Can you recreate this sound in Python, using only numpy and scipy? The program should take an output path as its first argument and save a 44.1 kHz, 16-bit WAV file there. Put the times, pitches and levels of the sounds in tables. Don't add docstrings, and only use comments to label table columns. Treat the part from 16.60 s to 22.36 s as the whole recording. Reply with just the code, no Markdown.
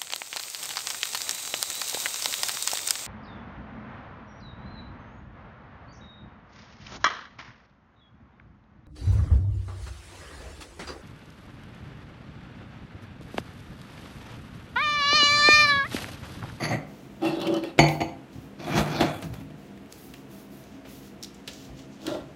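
import sys
import numpy as np
from scipy import signal
from scipy.fft import rfft, irfft
from scipy.io import wavfile

SR = 44100
rng = np.random.default_rng(int(sys.argv[2]) if len(sys.argv) > 2 else 0)


def to_wav(sig):
    pcm = np.clip(np.atleast_2d(sig), -1, 1) * 32767
    pcm = np.round(pcm).astype(np.int16)
    wavfile.write(sys.argv[1], SR, pcm.T)


def gain_from_db(level_db):
    decades = np.asarray(level_db, float) / 20
    return 10 ** decades


N = 253847

# t/s, splash level/dB, thud level/dB, splash decay time/ms
KNOCKS = [(0.0214, -26.5, -26, 5), (0.1094, -24.5, -28, 10), (1.1804, -18.5, -10, 14),
          (1.1898, 10.5, -10, 1.66), (1.2381, -8, -21, 3.1), (1.2873, -15, -24.5, 4.3),
          (1.3496, -26.5, -33, 4.4), (1.404, -18, -27, 4.3), (1.4138, -13, -23.5, 4.6),
          (1.4896, -34.5, -37, 6), (1.7565, -35, -26, 2.7), (2, -29.5, -48, 8.3), (2.176, -10, -24, 10.4),
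          (2.1903, -22, -23.5, 3.1), (2.4061, -10, -25, 21), (2.4145, -13, -29, 2.4),
          (2.6235, -23, -54, 10.3), (2.64, -44, -20, 5), (2.6998, -52, -20, 5), (2.7384, -24.5, -58, 4.3),
          (2.8074, -36, -32.5, 10), (2.9018, -38.5, -37.5, 9.3), (2.9582, -53, -51, 5.8),
          (4.2495, -36.5, -55, 44), (4.8769, -32, -51, 25), (5.089, -43.5, -45, 13), (5.468, -43, -40, 5),
          (5.5466, -29, -37, 4.4), (5.6016, -39.5, -35, 4.9)]
# f/Hz, level/dB, T60/s
COUNTER_MODES = [(66.5, -13, 0.3), (94.2, -10.5, 0.25), (151, -4.5, 0.55), (239.2, -4, 0.47),
                 (328, 1.5, 0.12), (414, -10, 0.11), (517, -16, 0.45), (560, -12, 0.42), (635.4, -5, 0.088),
                 (689, 2, 0.12), (790, -2.5, 0.14), (848, -9.5, 0.23), (882, -6.5, 0.17), (947, -5, 0.077),
                 (1056, -13, 0.12), (1192, -16.5, 0.18), (1210, -40, .12)]
# f/Hz, gain/dB
SPLASH_SPECTRUM = [(200, -6), (500, 3), (1000, -7), (2500, -5.5), (4000, -12.5), (6000, -20.5), (8000, -23),
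                   (9500, -39), (12000, -25.5), (15500, -55)]
# f/Hz, width/Hz, level/dB
GLASS_BODY = [(151, 64, 1), (728, 61, 4.5), (1183, 9.8, -14), (2015, 164, -2), (2660, 210, -15.5),
              (3400, 62, -19), (3400, 280, -21), (3870, 57, -46), (4560, 120, -9), (6340, 110, -12.5),
              (7200, 52, -29), (10700, 160, -24.5), (11660, 69, -32), (12200, 210, -27)]
BOWL_BODY = [(336.8, 14, 3.5), (574, 8.9, -3), (794, 48, -13.5), (1284, 38, -15), (1510, 29, -39),
             (1836, 42, -14), (2700, 82, -14.5), (3037, 43, -12.5), (3400, 124, -15), (3890, 140, -18),
             (4300, 340, -20.5), (5680, 350, -36), (7800, 85, -54), (12000, 1400, -42)]
JAR_BODY = [(148, 90, 0.5), (708, 53, 3.5), (2390, 150, -18), (3400, 100, -15), (4200, 1000, -26),
            (6200, 1150, -28), (12000, 3500, -29)]
BOTTLE_BODY = [(317.6, 23, 6), (608, 32, 1), (1380, 40, -18), (1784, 42, -17), (1926, 25, -18),
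               (2630, 74, -17.5), (2820, 27, -7), (3430, 790, -14), (12200, 1800, -35)]
# t/s, pressure level/dB, bite (grinding over pressure) level/dB
GLASS_PUSH = [(0.0, -30.5, -6), (0.04, -28.5, -1.5), (0.052, -31.5, 3.5), (0.074, -26.5, -15),
              (0.084, -34, -4), (0.128, -21, -16), (0.24, -42.5, -24)]
BOWL_PUSH = [(0.6, -47, -14), (0.632, -24, -18.5), (0.656, -21.5, -13), (0.764, -32, -9.5),
             (0.784, -23.5, -25), (0.82, -26.5, -5), (0.846, -23.5, -18.5), (0.87, -20, -19.5),
             (0.902, -18.5, -29), (0.97, -27, -6.5), (0.978, -20, -20.5), (1.014, -45, -11),
             (1.046, -30, -12), (1.114, -48, -2.5), (1.14, -56, -23)]
JAR_PUSH = [(1.96, -62, -16), (1.996, -38, -11.5), (2.05, -35, -6.5), (2.192, -13.5, -12), (2.24, -30, -8),
            (2.386, -27, -7.5), (2.414, -16.5, -15.5), (2.46, -26, -7.5), (2.62, -46, -5.5),
            (2.644, -31, -15.5), (2.712, -53, -23), (2.736, -45, -5), (2.82, -49, -11), (2.848, -50, -35),
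            (2.89, -74, -11), (2.914, -56, -31), (2.96, -56, -34)]
BOTTLE_PUSH = [(5.38, -61, -14), (5.39, -51, -17), (5.46, -41.5, -7), (5.468, -45, 9), (5.482, -30, -2.5),
               (5.538, -33.5, -17), (5.552, -29, -22), (5.612, -40, -16), (5.65, -74, -5), (5.67, -58, -18),
               (5.68, -67, -29)]
# boom level/dB, rasp level/dB, grind level/dB, hiss level/dB
GLASS_BALANCE = (-4.5, 3.5, -1, -16)
BOWL_BALANCE = (0, -4, -2.5, -22)
JAR_BALANCE = (-3, -4, -3, -19)
BOTTLE_BALANCE = (-1, -2, -1, -23)
BITE_SHARE = (0.05, 0.42, 0.91, 0.94)
# f/Hz, gain/dB
FRICTION_SPECTRUM = [(35, -40), (60, -38), (152, 0.5), (192, -6), (298, -5.5), (343, 1.5), (403, -31),
                     (673, -2.5), (1070, -11.5), (3420, -27.5), (15500, -104)]
# t/s, level/dB, chatter decay time/ms
CLINKS = [(0.0214, -41, 3.0), (0.0278, -27, 2.7), (0.0508, -30, 2.7), (0.086, -29, 3.0), (0.1344, -44, 2.7),
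          (1.1899, -3.5, 5.9), (1.2395, -24, 3.0), (1.2625, -21, 2.2), (1.4047, -24.5, 3.7),
          (1.4114, -25.5, 2.2)]
# f/Hz, level/dB, T60/s
GLASS_MODES = [(1960, -10.5, 0.087), (2044, -5, 0.095), (2086, -13.5, .16), (2155, -7, 0.055),
               (2196, 4, 0.033), (2240, -9, 0.13), (2285, -11, 0.13), (2290, -8, 0.18), (2365, -2, 0.047),
               (2450, -13, 0.058), (2536, -14.5, 0.11), (2953, -11, 0.068), (3060, -12, 0.066),
               (3530, -17, .06), (4100, -26, .06), (4460, -11, 0.19), (4480, -13.5, 0.11), (4530, -11, .08),
               (4700, -14, 0.053), (6320, -18.5, 0.15), (6300, -19, 0.066), (6610, -14.5, 0.11),
               (6690, -13.5, 0.072), (6800, -14.5, 0.072), (7400, -31, .04), (7800, -35, .04),
               (10740, -29, .14), (10900, -31, .1), (12150, -32, .1), (12500, -35, 0.12)]
# t/s, level/dB, f/Hz, T60/s
BUMPS = [(0.127, -47, 151, 0.17), (1.197, -17, 148, 0.088), (1.754, -27, 120, 0.084),
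         (2.049, -33, 180, 0.14), (2.18, -15, 172, 0.083), (2.448, -26.5, 130, 0.11),
         (2.548, -33.5, 96, 0.25), (2.64, -24.5, 158.3, 0.25), (2.698, -25, 118, 0.14),
         (2.779, -32, 127, 0.15), (2.849, -41, 104, 0.12), (2.947, -43, 143, 0.12), (5.088, -36, 54, 0.22)]
# t/s, peak level/dB, centre f/Hz, decay time/ms
TICKS = [(0.621, -36, 2300, 3.5), (0.65, -25.5, 2580, 3.1), (0.802, -29, 3430, 1.9),
         (0.815, -23.5, 3400, 3.2), (0.869, -24, 2700, 10), (0.926, -39, 5330, 1.8),
         (0.941, -25.5, 4200, 3.4), (0.966, -30, 4500, 1.9), (1.0368, -27, 1830, 3.9),
         (1.285, -21, 3430, 3.2), (1.731, -44, 3600, 1.9), (1.825, -59, 2280, 1.2), (2.619, -34, 9500, 1.9),
         (2.6255, -34, 9000, 2.6), (2.7405, -41, 12000, 3.1), (2.801, -47, 11500, 2.4),
         (3.175, -42, 2280, 2.6), (3.26, -42, 2320, 1.5), (3.3249, -28, 4850, 0.93),
         (3.5382, -33.5, 2280, 4.5), (4.039, -44, 4660, 1.9), (4.6274, -23, 5370, 1.5),
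         (4.6342, -24, 5300, 4.4), (4.6445, -26, 4500, 4.3), (4.745, -41.5, 6000, 5.1),
         (4.876, -25, 3170, 9.9), (4.933, -34, 6500, 3.2), (5.1899, -40, 3030, 9.5),
         (5.3294, -57, 2510, 1.5), (5.4174, -38, 2750, 1.5), (5.467, -18, 3460, 2.7)]
# start t/s, hold time/s, level/dB, brightness (hiss over swish) level/dB
RUSTLES = [(0.282, 0.17, -64, -1.5), (0.504, 0.09, -68, -1), (1.29, 0.028, -48.5, 5),
           (1.38, 0.052, -71, 12), (1.732, 0.05, -63, -4), (1.815, 0.04, -64.5, 2), (2.637, 0.0092, -54, 1),
           (2.736, 0.012, -59, 3), (2.8, 0.018, -66, 4), (2.986, 0.091, -66.5, -2), (3.154, 0.087, -77, 8),
           (3.323, 0.027, -56, 0.5), (3.387, 0.075, -55.5, 8), (3.497, 0.1, -61, 0), (3.717, 0.1, -57, 4),
           (3.924, 0.088, -59, 5), (4.044, 0.11, -66.5, -8), (4.289, 0.094, -54.5, 3),
           (4.433, 0.04, -57.5, -1.5), (4.618, 0.024, -65, -2), (4.743, 0.05, -67.5, -8),
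           (4.889, 0.05, -58, -16.5), (4.94, 0.11, -56.5, -7), (5.173, 0.04, -61.5, -12.5),
           (5.325, 0.02, -67.5, -17), (5.43, 0.04, -58, -7), (5.47, 0.088, -63, -1), (5.6, 0.1, -75, -16)]
# f/Hz, gain/dB
AIR_SPECTRUM = [(12, -60), (20, -79), (49, -6), (87, -7.5), (196, -3.5), (266, -0.5), (416, -7.5),
                (478, -8), (581, -13.5), (649, -14), (985, -18), (2840, -23.5), (4950, -35), (13900, -45),
                (15500, -75)]
# f/Hz, rms level/dB
HUM = [(59.2, -62), (134.6, -55), (199.2, -50.5), (269.2, -51.5), (328.4, -59), (468.3, -66),
       (646.0, -61.5), (705.2, -65.5)]
# f/Hz, T60/s
ROOM_T60 = [(100, 0.36), (1000, 0.51), (4000, 0.29), (14000, 0.28)]


def rms_one(x):
    return x / np.sqrt(np.mean(x ** 2) + 1e-20)


def in_time(rows):
    s, *columns = np.transpose(rows)
    return [np.interp(np.arange(N) / SR, s, c, left=-150, right=-150) for c in columns]


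def at_hz(points, hz):
    table_hz, values = np.transpose(points)
    return np.interp(np.log(hz + 1), np.log(table_hz), values)


def colour(x, spectrum):
    bins_hz = np.linspace(0, SR / 2, len(x) // 2 + 1)
    return irfft(rfft(x) * gain_from_db(at_hz(spectrum, bins_hz)), len(x))


def cut(x, hz, kind):
    return signal.sosfilt(signal.butter(4, hz, kind, fs=SR, output="sos"), x)


def drift(knots_per_s):
    knots = rng.standard_normal(400)
    return np.interp(np.arange(N) / SR * knots_per_s, np.arange(len(knots)), knots)


def resonate(x, hz, width):
    r = np.exp(-np.pi * width / SR)
    poles = [1, -2 * r * np.cos(2 * np.pi * hz / SR), r * r]
    return signal.lfilter([(1 - r * r) / 2, 0, (r * r - 1) / 2], poles, x)


def ring(x, hz, t60):
    r = gain_from_db(-60 / (t60 * SR))
    w = 2 * np.pi * hz / SR
    return signal.lfilter([0, np.sin(w)], [1, -2 * r * np.cos(w), r * r], x + 1e-18)


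def ring_modes(x, modes):
    return sum((-1) ** k * gain_from_db(db) * ring(x, hz, t60) for k, (hz, db, t60) in enumerate(modes))


def grit(per_s, spread_db):
    sizes = gain_from_db(spread_db * np.minimum(rng.exponential(1, N), 5)) * rng.choice([-1, 1], N)
    clicks = sizes * (rng.random(N) < per_s / SR)
    return rms_one(clicks) + 0.5 * rng.standard_normal(N)


def judders(events):
    out, t = np.zeros(N + 3000), np.arange(3000) / SR
    for (s, db, ms), noise in zip(events, rng.standard_normal((len(events), len(t)))):
        at = round(s * SR)
        out[at:at + len(t)] += gain_from_db(db) * noise * np.minimum(t / 0.0015, 1) * np.exp(-1000 * t / ms)
    return out[:N]


def knocks():
    thud = np.zeros(N)
    for s, splash_db, thud_db, _ in KNOCKS:
        contact_s = np.clip(0.0016 * gain_from_db(1.73 * (thud_db - splash_db)), 0.0003, 0.012)
        push = np.hanning(3 + int(contact_s * SR))
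        at = round(s * SR)
        thud[at:at + len(push)] += gain_from_db(thud_db) * push / push.sum()
    boards = ring_modes(thud, COUNTER_MODES)
    splash = judders([(s, splash_db, ms) for s, splash_db, _, ms in KNOCKS])
    return boards + gain_from_db(3.0) * colour(splash, SPLASH_SPECTRUM)


def drag(push, balance_db, body, broad_db, grains_per_s):
    rub = grit(grains_per_s, spread_db=1.5)
    sound = gain_from_db(broad_db) * colour(rub, FRICTION_SPECTRUM)
    for k, (hz, width, db) in enumerate(body):
        shift_db = 4.5 * drift(22.0) * (hz > 250)
        sound = sound + (-1) ** k * gain_from_db(db + shift_db) * resonate(rub, hz, width)
    ranges = [(480, "low"), ([480, 1400], "band"), ([1400, 8000], "band"), (8000, "high")]
    pressure_db, bite_db = in_time(push)
    out = np.zeros(N)
    for db, share, (hz, kind) in zip(balance_db, BITE_SHARE, ranges):
        out += gain_from_db(pressure_db + db + share * bite_db) * rms_one(cut(sound, hz, kind))
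    return out


def drags():
    glass = drag(GLASS_PUSH, GLASS_BALANCE, GLASS_BODY, broad_db=-3.5, grains_per_s=1500.0)
    bowl = drag(BOWL_PUSH, BOWL_BALANCE, BOWL_BODY, broad_db=-9.5, grains_per_s=1500.0)
    jar = drag(JAR_PUSH, JAR_BALANCE, JAR_BODY, broad_db=0.24, grains_per_s=1200.0)
    bottle = drag(BOTTLE_PUSH, BOTTLE_BALANCE, BOTTLE_BODY, broad_db=-5.0, grains_per_s=1500.0)
    return glass + bowl + jar + bottle


def clinks():
    settle_db, settle_t60_s = -43.5, 0.26
    strikes = np.zeros(N)
    for s, db, _ in CLINKS:
        strikes[round(s * SR)] += gain_from_db(db)
    settling = signal.lfilter([1], [1, -gain_from_db(-60 / (settle_t60_s * SR))], strikes + 1e-18)
    buzz = gain_from_db(settle_db) * settling * grit(per_s=990.0, spread_db=1.0)
    chatter = gain_from_db(-40.0) * judders(CLINKS)
    return ring_modes(gain_from_db(-6.0) * strikes + chatter + buzz, GLASS_MODES)


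def bumps():
    out, t = np.zeros(N), np.arange(SR // 3) / SR
    for s, db, hz, t60 in BUMPS:
        at = round(s * SR)
        swell = np.minimum(2 * hz * t, 1)
        out[at:at + len(t)] += gain_from_db(db - 60 * t / t60) * swell * np.sin(2 * np.pi * hz * t)
    return out


def ticks_and_bowl_knocks():
    edge_share, body_share = 0.02, 0.03
    out, t = np.zeros(N), np.arange(900) / SR
    draws = rng.standard_normal((len(TICKS), len(t)))
    for (s, db, hz, ms), noise in zip(TICKS, draws):
        burst = noise * np.exp(-1000 * t / ms)
        tick = resonate(burst, hz, 0.35 * hz)
        tick = tick + edge_share * np.diff(burst, prepend=0) + body_share * burst
        at = round(s * SR)
        out[at:at + len(t)] += gain_from_db(db) * tick / np.abs(tick).max()
    return out


def room(x):
    t = np.arange(SR) / SR
    lows = 50 * 2. ** np.arange(9)
    highs = [*lows[1:], 19000]
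    tail = np.zeros(SR)
    for lo, hi in zip(lows, highs):
        t60 = at_hz(ROOM_T60, np.sqrt(lo * hi))
        tail += cut(rng.standard_normal(SR), [lo, hi], "band") * gain_from_db(-60 * t / t60)
    tail = tail * np.minimum(t / 0.016, 1)
    return signal.fftconvolve(x, tail / np.sqrt(np.sum(tail ** 2)))[:N]


def rustle():
    rise_db_per_s, fall_db_per_s = 458, 178
    fine, coarse = grit(per_s=5600.0, spread_db=2.5), grit(per_s=4600.0, spread_db=2.5)
    hiss = rms_one(cut(fine, 9500, "high"))
    swish = rms_one(cut(coarse, [2500, 7220], "band"))
    t, hiss_power, swish_power = np.arange(N) / SR, np.zeros(N), np.zeros(N)
    for s, length, db, bright_db in RUSTLES:
        early, late = np.maximum(s - t, 0), np.maximum(t - s - length, 0)
        power = gain_from_db(2 * (db - rise_db_per_s * early - fall_db_per_s * late))
        hiss_power += power * gain_from_db(bright_db)
        swish_power += power / gain_from_db(bright_db)
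    return np.sqrt(hiss_power) * hiss + np.sqrt(swish_power) * swish


def background():
    air_db = -47 + 0.09 * drift(6.17)
    air = gain_from_db(air_db) * rms_one(colour(rng.standard_normal(N), AIR_SPECTRUM))
    white = rng.standard_normal(N)
    hum = sum(gain_from_db(db) * rms_one(resonate(white, hz, 3.14)) for hz, db in HUM)
    return air + hum


def scene():
    near = knocks() + drags() + clinks() + bumps() + ticks_and_bowl_knocks()
    return (near + gain_from_db(-11.0) * room(near) + rustle() + background())[None]


def roll_off(x):
    return signal.sosfilt(signal.butter(12, 16590, fs=SR, output="sos"), x)


def record(dry):
    heard = 0.88 * np.tanh(cut(dry, 47.4, "high") / 1.037)
    heard = signal.sosfilt(signal.ellip(10, 0.5, 60, 15800, fs=SR, output="sos"), heard)
    return roll_off(heard)


dry = scene()
out = record(dry)
to_wav(out)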